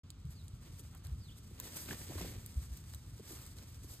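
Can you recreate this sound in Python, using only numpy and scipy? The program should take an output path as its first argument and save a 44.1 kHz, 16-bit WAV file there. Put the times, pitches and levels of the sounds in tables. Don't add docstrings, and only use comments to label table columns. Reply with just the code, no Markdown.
import sys
import numpy as np
from scipy import signal
from scipy.fft import rfft, irfft
from scipy.io import wavfile

SR = 44100
rng = np.random.default_rng(int(sys.argv[2]) if len(sys.argv) > 2 else 0)


def file_out(sig):
    cols = np.atleast_2d(sig).T
    lim = np.clip(cols, -1, 1)
    pcm = np.round(lim * 32767).astype(np.int16)
    wavfile.write(sys.argv[1], SR, pcm)


N = 176400
T = np.arange(N) / SR
HZ = np.fft.rfftfreq(N, 1 / SR)


def from_db(db):
    return 10 ** (np.asarray(db) / 20)


def unit_power(x):
    return x / np.sqrt(np.mean(x ** 2) + 1e-20)


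def over_time(rows):
    return np.interp(T, *np.transpose(rows))


def over_pitch(rows):
    hz, value = np.transpose(rows)
    return np.interp(np.log(HZ + 1), np.log(hz), value)


def wobble(rate_hz):
    return unit_power(irfft(rfft(rng.standard_normal(N)) / (1 + (HZ / rate_hz) ** 2), N))


def swell(peak_s, rise_s, fall_s):
    rising = .5 * ((T - peak_s) / rise_s) ** 2
    falling = np.hypot((T - peak_s) / fall_s, 1) * 2 - 2
    return np.exp(-np.where(T < peak_s, rising, falling).clip(0, 40))


def swells(rows):
    return sum(from_db(db) * swell(peak_s, rise_s, fall_s) for peak_s, db, rise_s, fall_s in rows)


def clicks(per_s, uneven_db):
    sizes = from_db(uneven_db * np.minimum(rng.exponential(1, (2, N)), 4.5))
    signs = rng.choice([-1, 1], (2, N))
    return unit_power(sizes * signs * (rng.random((2, N)) < per_s / SR))


def resonate(x, hz, width_hz):
    r = np.exp(-np.pi * width_hz / SR)
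    return signal.lfilter([.5, 0, -.5], [1, -2 * r * np.cos(2 * np.pi * hz / SR), r * r], x + 1e-18)


# pitch_hz, likeness (1 = the same)
STEREO_LIKENESS = [(60, 1), (200, 1), (400, 0.7), (750, 0.3), (1400, 0.89), (2400, 0.86), (4200, 0.23),
                   (5500, 1), (6300, 0.68), (7600, 0.9), (8800, 0.92), (10200, 1), (11400, 1), (13600, 0.8),
                   (15000, 1)]

def stereo(pair, tone, top_hz=None):
    shared, side = rfft(pair) * from_db(over_pitch(tone))
    alike = over_pitch(STEREO_LIKENESS).clip(0, .999)
    both = np.sqrt(1 + alike) * shared + np.sqrt(1 - alike) * side * [[1], [-1]]
    if top_hz:
        both = both / (1 + (HZ / top_hz) ** 4)
    return unit_power(irfft(both, N))


# time_s, stir_db
STEPPING = [(0.13, -83), (0.334, -68.5), (0.442, -74.5), (0.678, -68.5), (0.856, -66), (1.026, -70),
            (1.316, -68.5), (1.45, -70.5), (1.55, -64)]
FIGHTING = [(1.62, -69), (1.64, -58.5), (1.776, -51.5), (1.858, -55.5), (2.148, -55.5), (2.266, -61.5),
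            (3.008, -64), (3.15, -67.5)]
SETTLING = [(3.2, -66.5), (3.28, -59.5), (3.474, -63), (3.56, -64.5), (3.68, -65), (4.0, -63.5)]
# pitch_hz, boost_db
LEAF_TONE = [(200, -10), (600, 0.5), (1400, -2), (2200, -1.5), (3400, -1.5), (5000, 2), (7000, 1),
             (8500, 5), (11500, -1), (15500, 5)]
LEAF_BOOST_DB, TREBLE_HZ, FULL_STIR_DB = 5.5, 10600, -49

def leaf_rustle():
    stir_db = over_time([*STEPPING, *FIGHTING, *SETTLING]) + 2 * wobble(rate_hz=18.4)
    crackle = clicks(per_s=2500, uneven_db=0.5)
    hiss = from_db(4) * rng.standard_normal((2, N))
    big_bits = from_db(-3) * clicks(per_s=150, uneven_db=3)
    leaves = stereo(crackle + hiss + big_bits, LEAF_TONE)
    body = irfft(rfft(leaves) / (1 + (HZ / TREBLE_HZ) ** 10), N)
    treble = from_db(0.27 * (stir_db - FULL_STIR_DB)) * (leaves - body)
    return from_db(LEAF_BOOST_DB + stir_db) * (body + treble)


# peak_s, level_db, rise_s, fall_s
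FOOTFALLS = [(.308, -60, 0.0054, 0.026), (.445, -67, .012, 0.03), (.797, -55.5, 0.0099, 0.013),
             (.853, -74, 0.0046, 0.0092), (.978, -64, 0.0066, 0.0054), (1.053, -57, 0.0095, 0.012),
             (1.384, -59, 0.012, 0.013), (1.67, -54.5, 0.044, .02), (1.767, -42.5, 0.006, 0.0085),
             (1.825, -49, 0.025, 0.028), (2.02, -56.5, 0.028, 0.048), (2.2, -49, 0.017, 0.0082),
             (2.32, -55.5, 0.045, 0.0087), (3.308, -52, 0.021, 0.079), (3.515, -60.5, 0.0039, 0.0058),
             (3.587, -63, .006, 0.021), (3.69, -64, 0.016, 0.047), (3.842, -57, 0.0058, 0.013),
             (3.921, -52.5, 0.029, 0.036)]
# pitch_hz, boost_db
CRUNCH_TONE = [(200, 12), (1000, -2), (2500, -5.5), (5000, 4.5), (8000, 4.5), (10500, 7.5), (13000, 4),
               (15500, 1.5)]

def foot_crunches():
    return swells(FOOTFALLS) * stereo(clicks(per_s=5000, uneven_db=2.5), CRUNCH_TONE)


# peak_s, level_db, rise_s, fall_s
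SCRAPES = [(.63, -73, 0.018, 0.025), (0.851, -67, 0.0023, 0.0072), (.948, -65.5, 0.018, 0.021),
           (1.07, -67.5, 0.04, 0.063), (1.925, -62.5, .015, .018), (3.375, -64, 0.014, 0.038),
           (3.587, -67, 0.012, .014)]
# pitch_hz, boost_db
SOIL_TONE = [(200, -6), (1300, 1), (1900, -6.5), (3000, -5), (8000, -28)]

def claw_scrapes():
    return swells(SCRAPES) * stereo(clicks(per_s=1500, uneven_db=2.5), SOIL_TONE)


# peak_s, level_db, rise_s, fall_s
WING_SWEEPS = [(.66, -62, 0.014, 0.085), (1.67, -55, 0.075, 0.06), (1.765, -62.5, 0.024, 0.03),
               (1.913, -47, 0.033, 0.044), (2.015, -53.5, 0.0065, 0.015), (2.112, -53.5, 0.038, 0.039),
               (2.2, -49.5, 0.03, 0.14), (3.33, -61.5, 0.082, 0.16), (3.6, -61.5, 0.021, 0.086),
               (3.9, -70, 0.024, 0.07)]
# pitch_hz, boost_db
FEATHER_TONE = [(100, -14), (250, 7.5), (450, 0), (800, -8), (1400, -10.5), (2000, -7.5), (3500, -8.5),
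                (7000, -11.5), (15000, -15)]

def feather_rustle():
    quills = clicks(per_s=700, uneven_db=1.5)
    hiss = from_db(0.5) * rng.standard_normal((2, N))
    flutter = from_db(1.7 * wobble(rate_hz=70))
    return swells(WING_SWEEPS) * stereo((quills + hiss) * flutter, FEATHER_TONE)


# start_s, level_db, low_ring_db, high_ring_db, splinter_s
SNAPS = [(0.1039, -34, -0.5, -7, 0.00019), (.2535, -53, 1, 2, 0.00083), (.4816, -39.5, -5, -11, .0005),
         (.7945, -36, -5, -14, 0.0069), (0.95, -47, -4, 4, 0.00092), (1.0495, -49, 5, -10, .003),
         (1.0694, -43, 0.5, 4.5, 0.0012), (1.382, -52, -1, 4, 0.0014), (1.6006, -36, 0.5, 12, 0.00082),
         (1.86, -45, 5, 4, 0.00055), (1.9105, -49, 9, -2, 0.0006), (2.462, -39.5, -2, 9.5, 0.0012),
         (2.7725, -43, -7.5, 5, 0.0015), (2.9355, -44, -8, 4, 0.00025), (2.938, -45, 6, 0, 0.0016),
         (2.947, -35, -4, 2, 0.0025), (3.5855, -42, 3.5, -6, 0.0006), (3.8332, -44, -11, -7, 0.0007)]
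# pitch_hz, width_hz
SNAP_RINGS = [(4000, 3500), (7900, 4300), (13000, 22000)]
RING_AVERAGE_DB, GROUND_ECHO_S, TAIL_FADE_S = -26, .003, 0.0059

def snaps():
    out, t = np.zeros((2, N)), T[:SR // 20]
    bass_cut = signal.butter(3, 2560, "high", fs=SR, output="sos")
    for start_s, db, low_db, high_db, splinter_s in SNAPS:
        splinters = from_db(-5) * rng.standard_normal(len(t)) * np.exp(-(t / splinter_s) ** 2)
        crack = (t == 0) + splinters
        echo = from_db(-19) * np.roll(crack, int(GROUND_ECHO_S * SR))
        tail = from_db(-21.5) * rng.standard_normal((2, len(t))) * np.exp(-t / TAIL_FADE_S)
        hit = signal.sosfilt(bass_cut, crack + echo + tail)
        i = int(start_s * SR)
        for ring_db, (hz, width_hz) in zip((low_db, 0, high_db), SNAP_RINGS):
            ring = unit_power(resonate(resonate(hit, hz, width_hz), hz, width_hz))
            out[:, i:i + len(t)] += from_db(db + RING_AVERAGE_DB + ring_db) * ring[:, :N - i]
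    return out


# start_s, peak_db, from_hz, to_hz, length_s
SLAPS = [(0.797, -58, 464, 287, 0.011), (0.949, -60, 1450, 647, 0.012), (1.511, -54, 446, 300, 0.01),
         (1.599, -52, 1500, 920, 0.0057), (1.756, -55, 1105, 600, 0.0089),
         (1.886, -45.5, 1800, 1290, 0.0042), (1.9087, -37.5, 1540, 1200, 0.0051),
         (1.914, -50, 398, 266, 0.013), (1.926, -49.5, 1390, 1210, 0.012), (2.094, -46, 395, 253, 0.021),
         (2.106, -51, 830, 544, 0.013), (2.12, -45, 700, 400, 0.0047), (2.154, -41.5, 373, 292, 0.0093),
         (2.181, -49, 1090, 744, 0.012), (2.208, -43, 876, 530, 0.0062), (2.211, -40, 400, 213, 0.0093),
         (2.246, -45, 880, 250, 0.01), (2.9372, -51, 1870, 1190, 0.0024), (3.195, -48, 545, 186, 0.02),
         (3.306, -49, 447, 320, 0.019), (3.329, -51.5, 373, 271, 0.014), (3.843, -49.5, 392, 288, 0.011)]

def wing_slaps():
    out, t = np.zeros(N), T[:SR // 15]
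    ragged = 1 + 0.29 * wobble(rate_hz=600)
    for start_s, db, from_hz, to_hz, length_s in SLAPS:
        i, progress = int(start_s * SR), t / length_s
        hz = from_hz * (to_hz / from_hz) ** progress.clip(0, 1) * ragged[i:i + len(t)]
        loudness = np.sqrt(progress) * np.exp(-2 * progress ** 2)
        blow = loudness * np.sin(2 * np.pi * np.cumsum(hz) / SR)
        out[i:i + len(t)] += from_db(db) * blow / abs(blow).max()
    return out


# peak_s, level_db, pitch_hz, rise_s, fall_s
PUFFS = [(0.257, -35.5, 137, 0.0056, 0.0081), (.28, -43, 74, 0.028, 0.028),
         (0.294, -46, 132, 0.016, 0.0083), (0.434, -40, 85.5, 0.01, 0.016), (0.541, -39, 98, 0.004, 0.0032),
         (0.617, -46, 92, 0.0086, 0.009), (1.061, -37.5, 81, 0.0062, 0.016),
         (1.091, -42.5, 133, 0.009, 0.016), (1.129, -33, 69.3, 0.01, 0.016),
         (1.156, -43.5, 132, .008, 0.0094), (1.213, -39.5, 81, 0.0049, 0.009),
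         (1.917, -48.5, 153, 0.0065, .01), (2.107, -44, 128, 0.0046, 0.01), (2.179, -36.5, 84, 0.011, 0.01),
         (2.222, -41, 169, 0.0059, 0.017), (2.237, -38.5, 62.4, 0.023, 0.02),
         (2.316, -40, 87.6, 0.0066, 0.008), (2.386, -41, 75, 0.0066, 0.013),
         (2.578, -29, 65.5, 0.0076, 0.018), (2.725, -37, 68, 0.0093, 0.013),
         (2.951, -44, 77, 0.0079, 0.024), (3.134, -42, 112, 0.0062, 0.014)]

def air_puffs():
    out = np.zeros(N)
    for peak_s, db, hz, rise_s, fall_s in PUFFS:
        pressure = np.sin(2 * np.pi * (hz * (T - peak_s) + rng.random()))
        out += from_db(db) * swell(peak_s, rise_s, fall_s) * pressure
    return out


# start_s, length_s, from_hz, to_hz, level_db
WHISTLES = [(0.342, 0.087, 4950, 3550, -65), (1.202, 0.079, 5300, 3680, -64),
            (1.279, 0.026, 3920, 2660, -59), (1.301, 0.034, 2800, 3780, -61.5)]
RASP_HZ, TREE_FADE_S = 132.5, 0.1

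def songbird():
    song = np.zeros(N)
    for start_s, length_s, from_hz, to_hz, db in WHISTLES:
        progress = ((T - start_s) / length_s).clip(0, 1)
        hz = from_hz + (to_hz - from_hz) * progress ** 0.93 + RASP_HZ * wobble(rate_hz=240)
        loudness = from_db(db) * np.sqrt(abs(np.sin(np.pi * progress)))
        song += loudness * np.sin(2 * np.pi * np.cumsum(hz) / SR)
    trees = rng.standard_normal((2, SR // 3)) * np.exp(-T[:SR // 3] / TREE_FADE_S)
    trees /= np.sqrt(np.sum(trees ** 2) / 2)
    return song + from_db(-7) * signal.fftconvolve(song[None], trees, axes=1)[:, :N]


# time_s, boost_db
GUSTS = [(0, -3), (.6, -1), (1.45, -1.5), (1.8, -2), (2.3, 3), (2.8, -1.5), (3.4, -1), (4, -2.5)]
# pitch_hz, boost_db
RUMBLE_TONE = [(15, -46), (25, -43), (40, -6), (62, 0), (80, 1), (100, 1), (125, -4), (160, -7),
               (200, -12.5), (300, -19), (400, -24.5), (600, -32), (900, -33)]
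HISS_TONE = [(300, -4), (600, -1), (1250, 5.5), (1800, -4), (3000, 1.5), (5000, -1.5), (8000, -7.5),
             (12000, -17), (16000, -11.5)]
RUMBLE_DB, HISS_DB = -50.5, -71

def breeze():
    loudness = from_db(RUMBLE_DB + over_time(GUSTS) + wobble(rate_hz=14))
    rumble = loudness * stereo(rng.standard_normal((2, N)), RUMBLE_TONE, top_hz=700)
    return rumble + from_db(HISS_DB) * stereo(rng.standard_normal((2, N)), HISS_TONE)


def scene():
    ground = leaf_rustle() + foot_crunches() + claw_scrapes()
    squabble = feather_rustle() + snaps() + wing_slaps() + air_puffs()
    return ground + squabble + songbird() + breeze()


# pitch_hz, shift_radians
PHASE_SHIFT = [(0, 0), (650, -.8), (1600, 0), (2700, 2.0), (3800, .9), (4400, 1.8), (4900, 1.5),
               (5550, 3.14), (7000, 6.2), (8100, 6.4), (9850, 9.3), (10500, 9.55), (11900, 12.5),
               (13000, 12.6), (14700, 15.6), (16000, 15.8)]
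# pitch_hz, boost_db
RIGHT_LOUDER = [(100, -.1), (300, -.6), (600, 1.6), (1400, 0), (2500, 1.9), (4500, 1.3), (6000, .1)]
CUTOFF_HZ, START_S = 15800, .035

def record(dry):
    side = np.array([[.5], [-.5]])
    shift = np.exp(1j * np.interp(HZ, *np.transpose(PHASE_SHIFT)) * side)
    balance = from_db(-over_pitch(RIGHT_LOUDER) * side)
    treble_cut = 1 / np.sqrt(1 + (HZ / CUTOFF_HZ) ** 200)
    fade_in = np.interp(T, [START_S - .002, START_S + .002], [0, 1])
    return irfft(rfft(dry) * shift * balance * treble_cut, N) * fade_in


dry = scene()
out = record(dry)
file_out(out)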